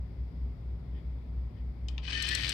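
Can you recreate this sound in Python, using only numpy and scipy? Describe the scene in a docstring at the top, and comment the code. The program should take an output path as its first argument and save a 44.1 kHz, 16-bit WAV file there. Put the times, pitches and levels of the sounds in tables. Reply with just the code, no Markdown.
"""A quiet room with a low wavering hum and, close on the left, an old telephone with a metal dial.
A finger brushes the dial, seats itself with two light taps and winds it round, the gears catching with a dull knock.
The gear train whirs: tooth scrapes and friction noise ring the case's resonances, with a throb once a turn
of the fast wheel that settles, slips, brief stalls and singing tones whose pitch follows the wheel's speed.
A pawl clicks in quick chatters of decaying tones and noise, over a thin hiss as it drags."""
import sys
import numpy as np
from scipy import signal
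from scipy.fft import rfft, irfft, next_fast_len
from scipy.io import wavfile
from scipy.ndimage import map_coordinates

SR = 44100
rng = np.random.default_rng(int(sys.argv[2]) if len(sys.argv) > 2 else 0)


def master_out(mix):
    """Clip the mix to full scale and print it as 16-bit PCM to the path in sys.argv[1]."""
    frames = np.transpose(np.atleast_2d(mix))
    ceiling = np.clip(frames, -1, 1)
    pcm = np.round(ceiling * 32767).astype(np.int16)
    wavfile.write(sys.argv[1], SR, pcm)


N = 111573  # length in samples

# winding effort, the level of the whir: t/s, level/dB
EFFORT = [(2.02, -63.5), (2.045, -50.5), (2.07, -49), (2.085, -44), (2.125, -36.5), (2.16, -40),
          (2.26, -37.5), (2.355, -37), (2.385, -39), (2.435, -37.5), (2.53, -38.5)]
# resonances of the dial and case: f/Hz, width/Hz, level/dB
CASE_MODES = [(1280, 120, -16), (1557, 25, -2), (1650, 25, -1), (1785, 20, -2), (1933, 25, -1),
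              (1990, 25, -3), (2295, 50, -5), (2430, 60, -2), (2525, 40, 2), (3000, 70, 3), (3209, 40, -2),
              (3480, 70, -2), (3878, 50, -3), (4055, 50, -4), (4400, 110, -2), (5000, 100, -6),
              (5380, 150, -9), (5750, 150, -10)]
# broad rattle of the gears: f/Hz, level/dB
RATTLE = [(150, -23), (300, -2), (650, -15.5), (1400, -12.5), (1750, -2.5), (3200, -0.5), (4600, -2.5),
          (5800, -13.5), (6900, -19), (8200, -17.5), (9000, -20.5), (10500, -37), (15000, -52.5)]
# the gears stick, then slip with a sharp scrape: t/s, level/dB
SLIPS = [(2.0445, -46.5), (2.065, -40), (2.103, -42.5), (2.1266, -45), (2.435, -35)]
# the gears stall for an instant: t/s, depth/dB
STALLS = [(2.0635, -10), (2.1175, -9), (2.406, -8), (2.474, -12), (2.5155, -13)]
TEETH_HZ, TOOTH_SCATTER = 330, .15  # contacts a second; timing scatter as a share of the gap
TOOTH_DB, TOOTH_T60_S = 2.2, .013  # size scatter and decay of one contact
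RUB_DB = -8  # sliding noise under the contacts
GAP_HZ, GAP_DB = 300, 3  # random loss of contact: knots a second, dB per unit of the curve
THROB_DB, THROB_FADE_S = 2, 0.14  # depth of the throb and how fast it settles
WHEEL_AT_S = 2.107  # one push of the fast wheel
RATTLE_DB, RATTLE_DB_PER_S = -3.5, 14  # over the case's ring as winding starts; grows as the spring tightens
SLIP_T60_S, SLIP_HZ, SLIP_OCTAVES = 0.055, 3280, 0.46
STALL_S = 0.00099  # standard deviation of a stall's bell shape


def gears():
    """Uneven tooth scrapes, pushed once a turn, stick, slip, rattle and ring the case."""
    t, turn = clock(), turns()
    teeth = tooth_contacts()
    # only the downward half of the curve counts: contact is lost, never gained
    gaps = amp(GAP_DB * np.minimum(wobble(GAP_HZ), 0))
    depth_db = THROB_DB * np.exp(-np.maximum(t - WHEEL_AT_S, 0) / THROB_FADE_S)
    throb = amp(depth_db * np.cos(2 * np.pi * turn))
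    stalls = amp(sum(db * np.exp(-.5 * ((t - s) / STALL_S) ** 2) for s, db in STALLS))
    slip_level = sum(amp(db) * dying(s, SLIP_T60_S) for s, db in SLIPS)

    def scrape():
        """Tooth contacts and sliding, both carried by a fresh friction noise."""
        return (teeth + amp(RUB_DB)) * grind(turn)

    rattle = unit(filtered(scrape(), lambda hz: amp(along(RATTLE, hz))))
    case_ring = unit(resonate(scrape(), CASE_MODES))
    rattle_gain = amp(RATTLE_DB + RATTLE_DB_PER_S * (t - EFFORT[0][0]))
    whir = case_ring + rattle_gain * rattle
    running = throb * unit(gaps) * (level(EFFORT) * whir + singing(turn))
    slips = bell(slip_level * rng.standard_normal((2, N)), SLIP_HZ, SLIP_OCTAVES)
    return stalls * (running + slips)


def tooth_contacts():
    """Each tooth contact is a short scrape, uneven in timing and size."""
    chance = rng.standard_normal((2000, 2))
    place = np.arange(len(chance)) + TOOTH_SCATTER * chance[:, 0]
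    at = np.round(place * SR / TEETH_HZ).astype(int)
    contacts = np.bincount(np.abs(at), amp(TOOTH_DB * chance[:, 1]), N)[:N]
    return unit(signal.fftconvolve(contacts, dying(0, TOOTH_T60_S))[:N])


# speed of the gear train's fast wheel: t/s, turns a second
SPEED = [(2.05, 41), (2.15, 42), (2.25, 42.2), (2.3, 44.4), (2.34, 45.4), (2.39, 44.3), (2.45, 42.5),
         (2.53, 42)]


def turns():
    """Turns of the fast wheel, counted from one of its pushes."""
    count = np.cumsum(np.interp(clock(), *np.transpose(SPEED))) / SR
    return count - np.interp(WHEEL_AT_S, clock(), count)


REPEAT = .45  # share of the scrape's power that repeats with every turn


def grind(turn):
    """Friction noise; part of it comes round with each turn, so its lines glide with the speed."""
    surface = rng.standard_normal((2, round(SR / SPEED[0][1])))
    passing = np.array([map_coordinates(row, [turn % 1 * len(row)], mode="grid-wrap") for row in surface])
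    return np.sqrt(REPEAT) * passing + np.sqrt(1 - REPEAT) * rng.standard_normal((2, N))


# resonances that sing out in turn: t/s, f/Hz, level/dB, standard deviation of the swell/s
SING = [(2.088, 2474, -43, 0.016), (2.13, 3040, -45.5, 0.039), (2.199, 1804, -38.5, 0.046),
        (2.225, 3014, -41, 0.073), (2.295, 2525, -45.5, 0.015), (2.338, 1784, -38, 0.034),
        (2.34, 1944, -41, 0.048), (2.342, 3190, -58, 0.016), (2.43, 1848, -40.5, 0.04)]
# unsteadiness: knots a second, phase drift in radians, level drift in dB
SING_FLUTTER_HZ, SING_DRIFT, SING_FLUTTER_DB = 59.7, .45, 2


def singing(turn):
    """Unsteady metallic tones swell and fade over the whir, their pitch tied to the wheel's speed."""
    t, out = clock(), np.zeros((2, N))
    flutter = lambda: np.array([wobble(SING_FLUTTER_HZ), wobble(SING_FLUTTER_HZ)])
    for s, hz, db, spread in SING:
        cycles = turn * hz / np.interp(s, *np.transpose(SPEED))
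        swell = amp(db + SING_FLUTTER_DB * flutter()) * np.exp(-.5 * ((t - s) / spread) ** 2)
        phase = 2 * np.pi * (cycles + rng.random((2, 1))) + SING_DRIFT * flutter()
        out += np.sqrt(2) * swell * np.sin(phase)
    return out


# pawl clicks: t/s, level/dB
PAWL = [(2.2238, 6), (2.2716, -7.5), (2.288, 4.5), (2.3497, 8), (2.4202, -7.5), (2.4923, 8)]
# contacts in one click: delay t/s, level/dB
CHATTER = [(0, -5), (.0011, -5.5), (.0021, -5), (.0045, -11)]
# ring of the pawl: f/Hz, level/dB, t60/s
PAWL_MODES = [(3980, -3, .018), (4300, 0, .02), (5400, -5, .014), (5900, -7, .012), (7950, -5, .014),
              (8330, -4, .016), (9700, -15, .012), (13300, -16, .012)]
CRACK_DB, CRACK_S, CRACK_HZ, CRACK_OCTAVES = -6, 0.0071, 6650, 0.42  # CRACK_S is a t60
DRAG_DB, DRAG_HZ, DRAG_OCTAVES = -63, 12000, .3  # thin hiss of the sliding pawl


def pawl(size_db=-31):
    """Contacts chatter on a small steel spring; a drag fades in from the first click to the second, then stays."""
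    rings, cracks, t = np.zeros((2, N + SR)), np.zeros(N), np.arange(SR // 20) / SR

    def mode(hz, db, t60):
        """One decaying tone of the spring, at a random phase on each side."""
        decay = np.exp(-np.log(1000) * t / t60)
        return amp(db) * decay * np.sin(2 * np.pi * (hz * t + rng.random((2, 1))))

    for s, db in PAWL:
        for delay, contact_db in CHATTER:
            size = amp(size_db + db + contact_db)
            start = round((s + delay) * SR)
            rings[:, start:start + len(t)] += size * sum(mode(*row) for row in PAWL_MODES)
            cracks += size * dying(s + delay, CRACK_S)
    drag_rise = np.interp(clock(), [PAWL[0][0], PAWL[1][0]], [0, 1])
    drag = amp(DRAG_DB) * drag_rise * band(DRAG_HZ, DRAG_OCTAVES)
    return rings[:, :N] + amp(CRACK_DB) * cracks * band(CRACK_HZ, CRACK_OCTAVES) + drag


# knocks of the finger wheel and, last, of the gears catching:
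# t/s, level/dB, centre f/Hz, width/octaves, lowest f/Hz, case thud level/dB
KNOCKS = [(1.8848, -10, 3840, 0.66, 2200, -22), (1.9803, -7.5, 3210, 0.52, 1800, -18),
          (2.0786, -14, 2450, 0.45, 900, -7)]
# a knock's snap, ring and tail: level/dB, t60/s
KNOCK_DECAY = [(1, 0.0056), (-8.5, 0.035), (-22.5, 0.32)]
# ring of the finger wheel: f/Hz, width/Hz, level/dB
WHEEL_MODES = [(1330, 60, 5), (1810, 120, 11.5), (2466, 180, 3.5), (3150, 640, 2), (4800, 300, -6)]
# the fingertip brushing the wheel: t/s, level/dB, standard deviation of the stroke/s
BRUSHES = [(0.975, -63.5, 0.022), (1.586, -69, 0.023), (1.942, -66.5, 0.047)]
WHEEL_RING_DB = 5  # gain of the wheel's ring added to the bare knock
THUD_HZ, THUD_OCTAVES, THUD_T60_S = 990, 0.35, 0.28  # the case's dull answer to a knock
BRUSH_HZ, BRUSH_OCTAVES = 3330, 0.79


def finger(knock_db=-30):
    """The fingertip brushes and taps the wheel, then the gears catch; each knock rings the wheel and thuds the case."""
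    out = np.zeros((2, N))
    for s, db, hz, octaves, low_hz, thud_db in KNOCKS:
        decay = sum(amp(part_db) * dying(s, t60) for part_db, t60 in KNOCK_DECAY)
        knock = bell(rng.standard_normal((2, N)) * decay, hz, octaves)
        thud_noise = rng.standard_normal((2, N)) * dying(s, THUD_T60_S)
        thud = amp(thud_db) * bell(thud_noise, THUD_HZ, THUD_OCTAVES)
        ring = amp(WHEEL_RING_DB) * resonate(knock, WHEEL_MODES)
        out += amp(db + knock_db) * (low_cut(knock + ring, low_hz) + thud)
    touch = sum(amp(db) * np.exp(-.5 * ((clock() - s) / spread) ** 2) for s, db, spread in BRUSHES)
    skin = band(BRUSH_HZ, BRUSH_OCTAVES)
    return out + touch * unit(resonate(skin, WHEEL_MODES))


# level of the wavering hum: t/s, level/dB
HUM = [(0, -31), (.12, -49.5), (.22, -31.5), (.32, -44), (.44, -30.5), (.52, -38), (.58, -57), (.64, -37),
       (.74, -35.5), (.83, -46), (.95, -33.5), (1.02, -47), (1.08, -35), (1.18, -37), (1.225, -48.5),
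       (1.29, -38.5), (1.39, -32), (1.48, -36), (1.54, -57), (1.61, -35.5), (1.7, -34), (1.76, -49),
       (1.83, -35), (1.98, -34.5), (2.04, -38.5), (2.53, -41)]
# other steady machine tones: f/Hz, level/dB
TONES = [(48.7, -50.5), (101.5, -52.5), (162.3, -57), (249, -61.5), (396, -71.5)]
# colour of the room noise: f/Hz, relative level/dB per Hz
AIR = [(25, -15), (42, -8.5), (65, -1.5), (125, 2), (190, -8), (300, -14.5), (550, -22), (1000, -29),
       (1550, -38.5), (2200, -37), (2900, -44.5), (4950, -46.5), (5700, -56), (15000, -59)]
# left-right likeness of the room noise: f/Hz, likeness (0-1)
AIR_ALIKE = [(130, 0.95), (290, 0.66), (640, .48), (1500, 0.065)]
# tilt of the whole room tone: f/Hz, left minus right level/dB
AIR_PAN = [(60, 1.1), (700, 3.5), (1400, 9.5), (4800, 11), (9000, 0.5)]
# narrow bands of hiss that swell and fade: f/Hz, level/dB
HISS = [(1320, -82.5), (2080, -79.5), (3450, -83.5), (4880, -84)]
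HUM_HZ, HUM_DRIFT = 61.4, .15  # drift of the phase in radians
AIR_DB = -47
HISS_OCTAVES, HISS_DRIFT_HZ, HISS_DRIFT_DB = .14, 3, 2  # width, drift in knots a second, drift in dB


def room_tone(tone_drift=0.29):
    """A wavering hum, a few weak tones, soft steady noise and narrow hisses that swell and fade."""
    t = clock()
    hum_level = amp(np.interp(t, *np.transpose(HUM)))
    hum = hum_level * np.sin(2 * np.pi * HUM_HZ * t + HUM_DRIFT * wobble(3.1))
    tones = sum(amp(db) * np.sin(2 * np.pi * (hz * t + rng.random()) + tone_drift * wobble(3))
                for hz, db in TONES)

    def mid_side_colour(hz):
        """Share the noise between middle and sides so left and right are as alike as wanted."""
        angle = np.arccos(np.clip(along(AIR_ALIKE, hz), -1, 1)) / 2
        return amp(along(AIR, hz)) * [np.cos(angle), np.sin(angle)]

    mid, side = filtered(rng.standard_normal((2, N)), mid_side_colour)
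    air = amp(AIR_DB) * unit(np.array([mid + side, mid - side]))
    hiss = sum(amp(db + HISS_DRIFT_DB * wobble(HISS_DRIFT_HZ)) * band(hz, HISS_OCTAVES) for hz, db in HISS)
    return panned(np.sqrt(2) * (hum + tones) + hiss + air, AIR_PAN)


def amp(db):
    """Gain of a level in dB."""
    return 10 ** (np.asarray(db) / 20)


def unit(x):
    """x at rms 1."""
    return x / np.sqrt(np.mean(x ** 2) + 1e-20)


def along(points, hz):
    """(Hz, value) points on a log axis."""
    f, v = np.transpose(points)
    return np.interp(np.log(hz + 1), np.log(f + 1), v)


def clock():
    """The time of each sample in seconds."""
    return np.arange(N) / SR


def level(rows):
    """Gain per sample from (s, dB) points; practically silent before the first."""
    return amp(np.interp(clock(), *np.transpose(rows), left=-120))


def wobble(rate):
    """A smooth random curve, rate knots a second, mirrored when its 400 knots run out."""
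    return map_coordinates(rng.standard_normal(400), [clock() * rate], mode="mirror")


def filtered(x, response):
    """x times a response of frequency, real or complex."""
    m = next_fast_len(N + SR // 2)
    return irfft(rfft(x, m) * response(np.fft.rfftfreq(m, 1 / SR)), m)[..., :N]


def resonate(x, modes, skirt_octaves=0.28):
    """x through (Hz, width Hz, dB) resonances with short skirts."""
    def mode(f, c, w, db):
        """One resonance, its far skirts cut by a bell."""
        skirt = np.exp(-.5 * (np.log2((f + 1) / c) / skirt_octaves) ** 2)
        return amp(db) * skirt * 1j * f * w / (c * c - f * f + 1j * f * w)

    return filtered(x, lambda f: sum(mode(f, *row) for row in modes))


def bell(x, hz, octaves):
    """x through a bell-shaped band around hz; white noise keeps its level."""
    gain = lambda f: np.exp(-.5 * (np.log2((f + 1) / hz) / octaves) ** 2)
    return filtered(x, lambda f: unit(gain(f)))


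def band(hz, octaves):
    """Two unrelated noises of about rms 1 in a bell around hz."""
    return bell(rng.standard_normal((2, N)), hz, octaves)


def low_cut(x, hz, order=6):
    """x with what lies below hz steeply cut."""
    return signal.sosfilt(signal.butter(order, hz, "high", fs=SR, output="sos"), x)


def dying(start, t60):
    """An envelope that jumps to 1 and falls by 60 dB in t60 seconds."""
    age = clock() - start
    return (age >= 0) * np.exp(-np.log(1000) * np.abs(age) / t60)


def panned(pair, pan):
    """Tilt a stereo pair by (Hz, left minus right dB)."""
    return filtered(pair, lambda hz: amp(along(pan, hz) * np.array([[.5], [-.5]])))


def echo(x, t60):
    """x through a fresh diffuse tail of energy 1."""
    tail = rng.standard_normal(N) * dying(0, t60)
    return signal.fftconvolve(x, tail / np.linalg.norm(tail))[:N]


# the dial is to the left: f/Hz, left minus right level/dB
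PAN = [(150, 3), (700, 4), (1300, 10), (2400, 13), (8100, 8.5), (15000, 6)]
# roll-off of the top treble: f/Hz, level/dB
TREBLE = [(14000, -3.5), (15200, -20)]
DIAL_ALIKE = .4  # left-right likeness of the dial's sound (0-1)
WET_DB, ROOM_T60_S = -16, 0.12  # the room's answer


def scene():
    """The left side faces the dial; the right hears it weaker and partly by reflection."""
    near, other = gears() + pawl() + finger()
    far = DIAL_ALIKE * near + np.sqrt(1 - DIAL_ALIKE ** 2) * other
    pair = np.array([side + amp(WET_DB) * echo(side, ROOM_T60_S) for side in (near, far)])
    dial = filtered(panned(pair, PAN), lambda hz: amp(along(TREBLE, hz)))
    return dial + room_tone()


def record(dry, top_hz=15700):
    """Keep only what lies below the band limit."""
    return filtered(dry, lambda hz: hz < top_hz)


dry = scene()
out = record(dry)
master_out(out)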